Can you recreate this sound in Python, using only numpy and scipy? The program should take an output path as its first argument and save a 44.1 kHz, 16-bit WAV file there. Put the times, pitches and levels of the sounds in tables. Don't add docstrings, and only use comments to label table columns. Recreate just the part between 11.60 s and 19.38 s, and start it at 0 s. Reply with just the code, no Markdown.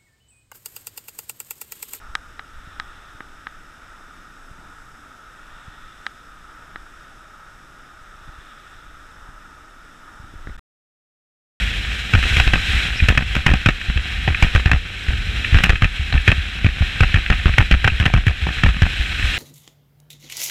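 import sys
import numpy as np
from scipy import signal
from scipy.fft import rfft, irfft
from scipy.io import wavfile
from scipy.ndimage import uniform_filter1d, minimum_filter1d

SR = 44100
rng = np.random.default_rng(int(sys.argv[2]) if len(sys.argv) > 2 else 0)


def wrap_up_sound(samples):
    columns = np.atleast_2d(samples).T
    tamed = np.clip(columns, -1, 1)
    steps = np.round(tamed * 32767).astype(np.int16)
    wavfile.write(sys.argv[1], SR, steps)


N = 343098

# (time [s], swing level [dB], early swing pitch before stiffening [Hz], tap level [dB])
SOFT_DIPS = [(0.575, -4, 54, -18), (0.71, -7.5, 69, -18), (1.085, -11.5, 73.4, -32),
             (1.146, -7.5, 62.6, -32), (1.423, 1.5, 60.7, -16), (1.536, -17, 48.4, -16.5),
             (1.9, -5, 80, -24), (2.285, -10, 47, -18), (2.36, -5.5, 58.7, -13), (3.141, -4.5, 64, -36),
             (3.925, -0.5, 65, -25), (4.13, -12, 62, -30), (4.395, -10, 68.4, -26), (4.547, 1, 63, -22),
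             (4.688, -10, 90, -17), (4.78, -10, 67, -29), (5.208, -1, 72.8, -15.5),
             (5.784, -18, 59.3, -19.5), (6.135, -1.5, 58.6, -26), (6.32, -8.5, 62.4, -25),
             (6.563, -3, 55, -20), (6.823, -9.5, 64, -25), (7.075, -7, 56, -14), (7.152, -21, 59.4, -19),
             (7.396, -9, 47.7, -21), (7.64, -6, 49.2, -20)]
# (time [s], knock level [dB], treble lift [dB], hollow body lift [dB], swing level [dB],
#  early swing pitch before stiffening [Hz], rebound delay [s], rebound knock level [dB])
HARD_JOLTS = [(0.536, -5.5, 0, -4, 1.5, 103, 0.014, -5), (0.627, -11, 8, -4, -14, 70, 0.011, -11.5),
              (0.768, -5, 7, -3.5, -7, 71, 0.031, -3.5), (0.868, -16, 2, -5, -2, 45, 0.0077, -9.5),
              (0.935, -1.5, 1, 1, -15, 46, 0.035, -32), (1.486, 1.5, 11, -1, -1.5, 89, 0.024, -14),
              (1.575, -3.5, 6.5, 0.5, -16, 76.6, 0.029, -28), (1.752, -10.5, 9, 0, -11, 70, 0.013, -12.5),
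              (1.864, 0.5, 8.5, 1.5, -6.5, 46, 0.037, -12), (1.915, -13.5, 7, 6, 0, 54.5, 0.022, -8.5),
              (2.06, -3, 5, 1, -0.5, 102, .027, -5), (2.677, -7.5, -9, 9, -10, 89, 0.032, -24),
              (2.825, -2.5, 6, 0.5, 0.5, 47, 0.0098, -9), (2.95, -8.5, 6, 3, -2, 72.4, 0.0092, -6),
              (3.058, -6.5, 0, -1, -2.5, 63, 0.022, -26), (3.115, -2.5, 3, -0.5, -11, 78.8, 0.017, -14),
              (3.485, -17, -6, -7, -4, 53.7, .048, -19), (3.944, -4.5, 0, -4, 5, 61, 0.01, -12),
              (3.973, -11.5, 6, -3, -13, 45.7, 0.013, -9.5), (4.037, -2.5, 12.5, -5, -6, 48, .022, -12),
              (4.094, -3, 6, 0.5, 1.5, 55, 0.0082, -6.5), (4.221, -7.5, 4, -1, -2.5, 99.5, .022, -6.5),
              (4.525, -13, 6, 3, -13, 110, 0.036, -30), (4.678, 2, -5, 4, 0, 81, .0385, -3),
              (5.045, -10.5, 1, 2.5, 0.5, 84, 0.019, -8.5), (5.406, -3, 6, 4, 5, 90.5, 0.027, -7),
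              (5.542, -6.5, 1, -7.5, 1, 75, 0.019, -11), (5.701, -4.5, 0, -1.5, 0.5, 48, 0.024, -9.5),
              (5.857, -9, -10, -1, 1, 57, 0.038, -24), (5.982, 0.5, 6, 1.5, 0, 106.2, 0.03, -10),
              (6.112, -5, 4.5, 3, -12, 49.3, 0.027, -9.5), (6.244, -3.5, 4, -0.5, -7, 98.5, 0.032, -3),
              (6.4, -8.5, 6, -2, -8.5, 84, 0.0095, -13.5), (6.455, -7.5, 6, -0.5, -21, 54, .006, -5.5),
              (6.538, -7.5, 6, 8, -0.5, 97, 0.037, -17.5), (6.667, -11, 9, -2, -2.5, 100.4, 0.014, -11.5),
              (6.868, -14, 4, 11, -28, 61.3, .03, -41), (7.035, -4.5, 2, 1.5, 3.5, 96, .028, -10),
              (7.22, -7, 7, 0, 1.5, 90, .01, -13.5)]
# (frequency [Hz], relative level [dB])
KNOCK_SPECTRUM = [(60, 15), (180, 7.5), (320, -6), (550, -14), (1000, -12), (1300, -4), (1800, 0),
                  (2150, -3.5), (2650, 0), (3400, -14), (4400, -29.5), (7000, -34), (10000, -47),
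                  (15000, -52)]
# (centre frequency [Hz], width [Hz], nominal lift [dB])
CASE_MODES = [(504, 40, 3), (586, 93, 2.5), (747, 117, 8), (1268, 49, 4), (1550, 145, 3.5), (1630, 21, 1),
              (1800, 220, 3), (2295, 150, 1.5), (2540, 230, 3), (3263, 290, 5), (3984, 620, 6),
              (5410, 1130, 6.5), (7800, 180, 2), (10870, 780, 5)]


def undb(db):
    return 10 ** (np.asarray(db) / 20)


def unit(x):
    return x / np.sqrt(np.mean(x ** 2))


def curves(table):
    times, *columns = np.transpose(table)
    t = np.arange(N) / SR
    return [np.interp(t, times, column) for column in columns]


def walk(rate):
    hold = max(int(SR / rate), 2)
    steps = np.repeat(rng.standard_normal(N // hold + 1), hold)
    smooth = uniform_filter1d(uniform_filter1d(steps, hold), hold)
    return unit(smooth[:N])


def response(colour, resonances=(), size=8192):
    f = np.maximum(np.arange(size // 2 + 1) * SR / size, 1)
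    hz, db = np.transpose(colour)
    gain_db = np.interp(np.log(f), np.log(hz), db)
    for centre, width, lift in resonances:
        gain_db = gain_db + lift / (1 + (2 * (f - centre) / width) ** 2)
    cepstrum = irfft(np.log(undb(gain_db)))
    cepstrum[1:size // 2] *= 2
    cepstrum[size // 2 + 1:] = 0
    return irfft(np.exp(rfft(cepstrum)))


def through(x, ring):
    return signal.fftconvolve(x, ring)[:len(x)]


def band(x, lo_hz, hi_hz):
    sections = signal.butter(2, [lo_hz, min(hi_hz, .45 * SR)], "band", fs=SR, output="sos")
    return signal.sosfilt(sections, x)


def add(out, s, sound):
    i = max(int(s * SR), 0)
    out[i:i + len(sound)] += sound[:N - i]


def engine(wander=0.0051, rough_db=2, weak_db=-5, gain_db=0):
    # (time [s], mean firing rate [Hz], level [dB])
    engine_course = [(0, 94.2, -37.5), (.5, 95.5, -42.5), (1.4, 104.2, -43.5), (2.3, 90.4, -48),
                     (3.15, 90.4, -42), (3.45, 101.1, -39.5), (3.6, 105, -39), (3.85, 110.5, -34),
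                     (4.3, 105.6, -47), (4.85, 96.7, -51), (6, 101.6, -46), (7.78, 94.3, -47.5)]
    # (frequency [Hz], relative level [dB])
    exhaust_spectrum = [(40, -19), (100, 7.5), (200, -6), (330, -10.5), (470, -9.5), (620, -19),
                        (1200, -44)]
    firing_hz, level_db = curves(engine_course)
    unsteady_hz = firing_hz * (1 + wander * walk(12))
    firings = np.floor(np.cumsum(unsteady_hz) / SR)
    strength_db = rough_db * walk(50) + weak_db * (firings % 2)
    pulses = np.diff(firings, prepend=0) * undb(strength_db)
    exhaust = band(through(pulses, response(exhaust_spectrum)), 80, 1400)
    return unit(exhaust) * undb(level_db + gain_db)


def rumble(gain_db=-1.5, patchy_db=2):
    # (time [s], relative rumble level [dB])
    road_course = [(0, -24), (.8, -27.5), (1.7, -25.5), (2.2, -36), (2.55, -24), (3.25, -34), (3.6, -21),
                   (4.3, -29.5), (5.3, -27.5), (6.5, -25.5), (6.95, -30), (7.55, -19), (7.78, -25)]
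    # (frequency [Hz], relative level [dB])
    rumble_spectrum = [(10, -42), (25, -16.5), (45, 1), (58, 2.5), (67, -5), (80, -3.5), (120, -20),
                       (200, -22.5), (400, -45), (1500, -82)]
    rumble_db, = curves(road_course)
    shaking = unit(through(rng.standard_normal(N), response(rumble_spectrum)))
    return shaking * undb(rumble_db + gain_db + patchy_db * walk(14))


def rush(rush_db, hiss_db, gain_db=-0.02, top_db=0.8, flutter_db=1.0, gust_db=1.23):
    # (frequency [Hz], relative level [dB])
    rush_spectrum = [(150, 0.5), (300, -7), (600, -16.5), (1050, -13), (1500, -0.5), (2000, 1), (2700, 3),
                     (3400, -4), (4050, -8), (4500, -21.5), (6000, -26.5), (15000, -49)]
    # (frequency [Hz], relative level [dB])
    hiss_spectrum = [(2500, -19.5), (4600, 2), (6000, 0), (7500, 4), (9000, -3.5), (11000, -10),
                     (13000, -9.5), (15000, -20)]
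    flutter = undb(flutter_db * walk(70) + gust_db * walk(8.3))
    body = unit(through(rng.standard_normal(N), response(rush_spectrum, CASE_MODES)))
    top = unit(through(rng.standard_normal(N), response(hiss_spectrum, CASE_MODES)))
    return flutter * (body * undb(rush_db + gain_db) + top * undb(hiss_db + top_db))


def jiggle(rush_db, rate=70, gain_db=-8):
    chance, strength = rng.random(N), rng.exponential(size=N)
    ticks = (chance < rate / SR) * np.minimum(strength, 2) ** 2
    ringing = unit(through(ticks, response(KNOCK_SPECTRUM, CASE_MODES)))
    return ringing * undb(rush_db + gain_db)


def squeaks(waver=0.055):
    # (time [s], length [s], mean pitch [Hz], rms level at the crest [dB])
    slips = [(1.348, 0.06, 5220, -37), (1.382, 0.042, 2424, -20.5), (4.522, 0.014, 4060, -23.5),
             (4.666, 0.02, 2480, -22), (6.293, 0.022, 2450, -22)]
    out, drift = np.zeros(N), walk(1100)
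    for s, length, hz, db in slips:
        pitch = hz * (1 + waver * drift[int(s * SR):int((s + length) * SR)])
        tone = np.sqrt(2) * np.sin(2 * np.pi * np.cumsum(pitch) / SR)
        add(out, s, undb(db) * np.hanning(len(pitch)) * tone)
    return out


def swings(rebound_hz=58.4, rebound_db=-16.5, spends=0.4):
    out = [(s, db, hz) for s, db, hz, _ in SOFT_DIPS]
    for s, _, _, _, db, hz, after_s, rebound_knock_db in HARD_JOLTS:
        out.append((s, db, hz))
        out.append((s + after_s, db + rebound_db - spends * rebound_knock_db, rebound_hz))
    return out


def thumps(gain_db=1.5, rest_hz=61, relax_s=0.049, stiff=0.3, stiff_s=0.0054, rise_s=0.0029,
           sway_hz=36, sway_db=-10, sway_s=0.039, leak_hz=12,
           ring_s=0.1, ring_shrink_db=14, free_ring_s=0.2, size=13000):
    out, t = np.zeros(N), np.arange(size) / SR
    sway = -undb(sway_db) * np.sin(2 * np.pi * sway_hz * t) * np.exp(-t / sway_s)
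    for s, db, hz in swings():
        t60 = min(ring_s * np.exp(-db / ring_shrink_db), free_ring_s)
        relaxing_hz = rest_hz + (hz - rest_hz) * np.exp(-t / relax_s)
        pitch = relaxing_hz * (1 + stiff * np.exp(-t / stiff_s))
        decay = np.exp(-np.log(1000) * t / t60)
        swing = -np.sin(2 * np.pi * np.cumsum(pitch) / SR) * decay
        add(out, s, undb(db + gain_db) * (1 - np.exp(-t / rise_s)) * (swing + sway))
    return signal.sosfilt(signal.butter(1, leak_hz, "high", fs=SR, output="sos"), out)


def blows(count=3, tick_treble_db=-14, tick_body_db=-18, tap_after_s=.014, tap_body_db=3,
          rebound_treble_db=-1.5, rebound_body_db=1.5, chatter_from_s=.007, chatter_span_s=.042,
          chatter_db=-10.5, chatter_follows=0.47, chatter_fade_db_per_s=165,
          chatter_scatter_db=2.74, chatter_body_db=5):
    # (time [s], relative level [dB])
    glances = [(1.402, -10.5), (2.214, -16), (2.746, -8.5), (3.846, -9.5), (4.156, -12.5), (4.577, -11),
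               (5.662, -12), (5.938, -15), (6.122, -7.5), (6.68, -12), (6.984, -16.5), (7.626, -15)]
    out = [(s, db, tick_treble_db, tick_body_db) for s, db in glances]
    out += [(s + tap_after_s, tap_db, 0, tap_body_db) for s, _, _, tap_db in SOFT_DIPS]
    for s, db, treble_db, body_db, _, _, after_s, rebound_db in HARD_JOLTS:
        out.append((s, db, treble_db, body_db))
        out.append((s + after_s, rebound_db, treble_db + rebound_treble_db, body_db + rebound_body_db))
        lags = chatter_from_s + chatter_span_s * (np.arange(count) + rng.random(count)) / count
        mean_db = chatter_db + chatter_follows * db - chatter_fade_db_per_s * lags
        levels = mean_db + chatter_scatter_db * rng.standard_normal(count)
        out += [(s + lag, level, 0, chatter_body_db) for lag, level in zip(lags, levels)]
    return out


def knocks(gain_db=-4.0, first_hit=1.52, grit_db=8, chatter_s=0.0021, usual_db=-11, heavy_db=35,
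           rise_s=0.00092, tail_db=-24, tail_s=0.015, spot_db=0.86, size=3000):
    out, t = np.zeros(N), np.arange(size) / SR
    hz, base_db = np.transpose(KNOCK_SPECTRUM)
    treble_part = np.interp(hz, [3000, 6000, 12000], [0, .8, 1.3])
    body_part = np.interp(hz, [60, 250, 800, 1500], [0, 1, 1, 0])
    for s, db, treble_db, body_db in blows():
        contacts, grit, spot = rng.standard_normal((3, size))
        settle_s = chatter_s * np.exp((db - usual_db) / heavy_db)
        decay = np.exp(-t / settle_s) + undb(tail_db) * np.exp(-t / tail_s)
        settle = (1 - np.exp(-t / rise_s)) * decay
        rebounds = np.sign(contacts) * undb(grit_db * np.minimum(grit, 2))
        force = unit(rebounds) * settle
        force[0] += first_hit
        shade_db = treble_db * treble_part + body_db * body_part
        modes = [(centre, width, lift + spot_db * luck)
                 for (centre, width, lift), luck in zip(CASE_MODES, spot)]
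        spectrum = np.column_stack([hz, base_db + shade_db])
        knock = through(force, response(spectrum, modes, size=2048))
        clack = band(knock, 350, 9000)
        peak = np.sqrt(uniform_filter1d(clack ** 2, size=128).max())
        add(out, s, knock / peak * undb(db + gain_db))
    return out


def scene():
    # (time [s], relative level of wind and tyres [dB], relative level of top hiss [dB])
    ride_course = [(0.0, -27, -45.5), (0.45, -29, -46.5), (0.76, -24, -41), (1.23, -23, -42),
                   (1.54, -29.5, -48), (2.4, -30.5, -50.5), (2.93, -26.5, -46), (3.14, -33.5, -52.5),
                   (3.44, -31.5, -50.5), (3.92, -25, -45), (4.05, -29.5, -49), (4.2, -32, -51),
                   (4.92, -30.5, -51), (5.39, -26.5, -48), (5.98, -27.5, -48), (6.24, -32, -53),
                   (7.43, -27.5, -47), (7.78, -20.5, -38)]
    rush_db, hiss_db = curves(ride_course)
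    surroundings = engine() + rumble() + rush(rush_db, hiss_db)
    camera = jiggle(rush_db) + squeaks() + thumps() + knocks()
    return (surroundings + camera)[None]


def record(dry, limit=1.265, low_cut_hz=6, top_hz=15100, order=48):
    headroom = limit / np.maximum(np.abs(dry), limit)
    limited = dry * uniform_filter1d(minimum_filter1d(headroom, order), order)
    rounded = limited / (1 + (limited / .97) ** 8) ** (1 / 8)
    centred = signal.sosfilt(signal.butter(1, low_cut_hz, "high", fs=SR, output="sos"), rounded)
    return signal.sosfilt(signal.ellip(8, .2, 70, top_hz, fs=SR, output="sos"), centred)


dry = scene()
out = record(dry)
wrap_up_sound(out)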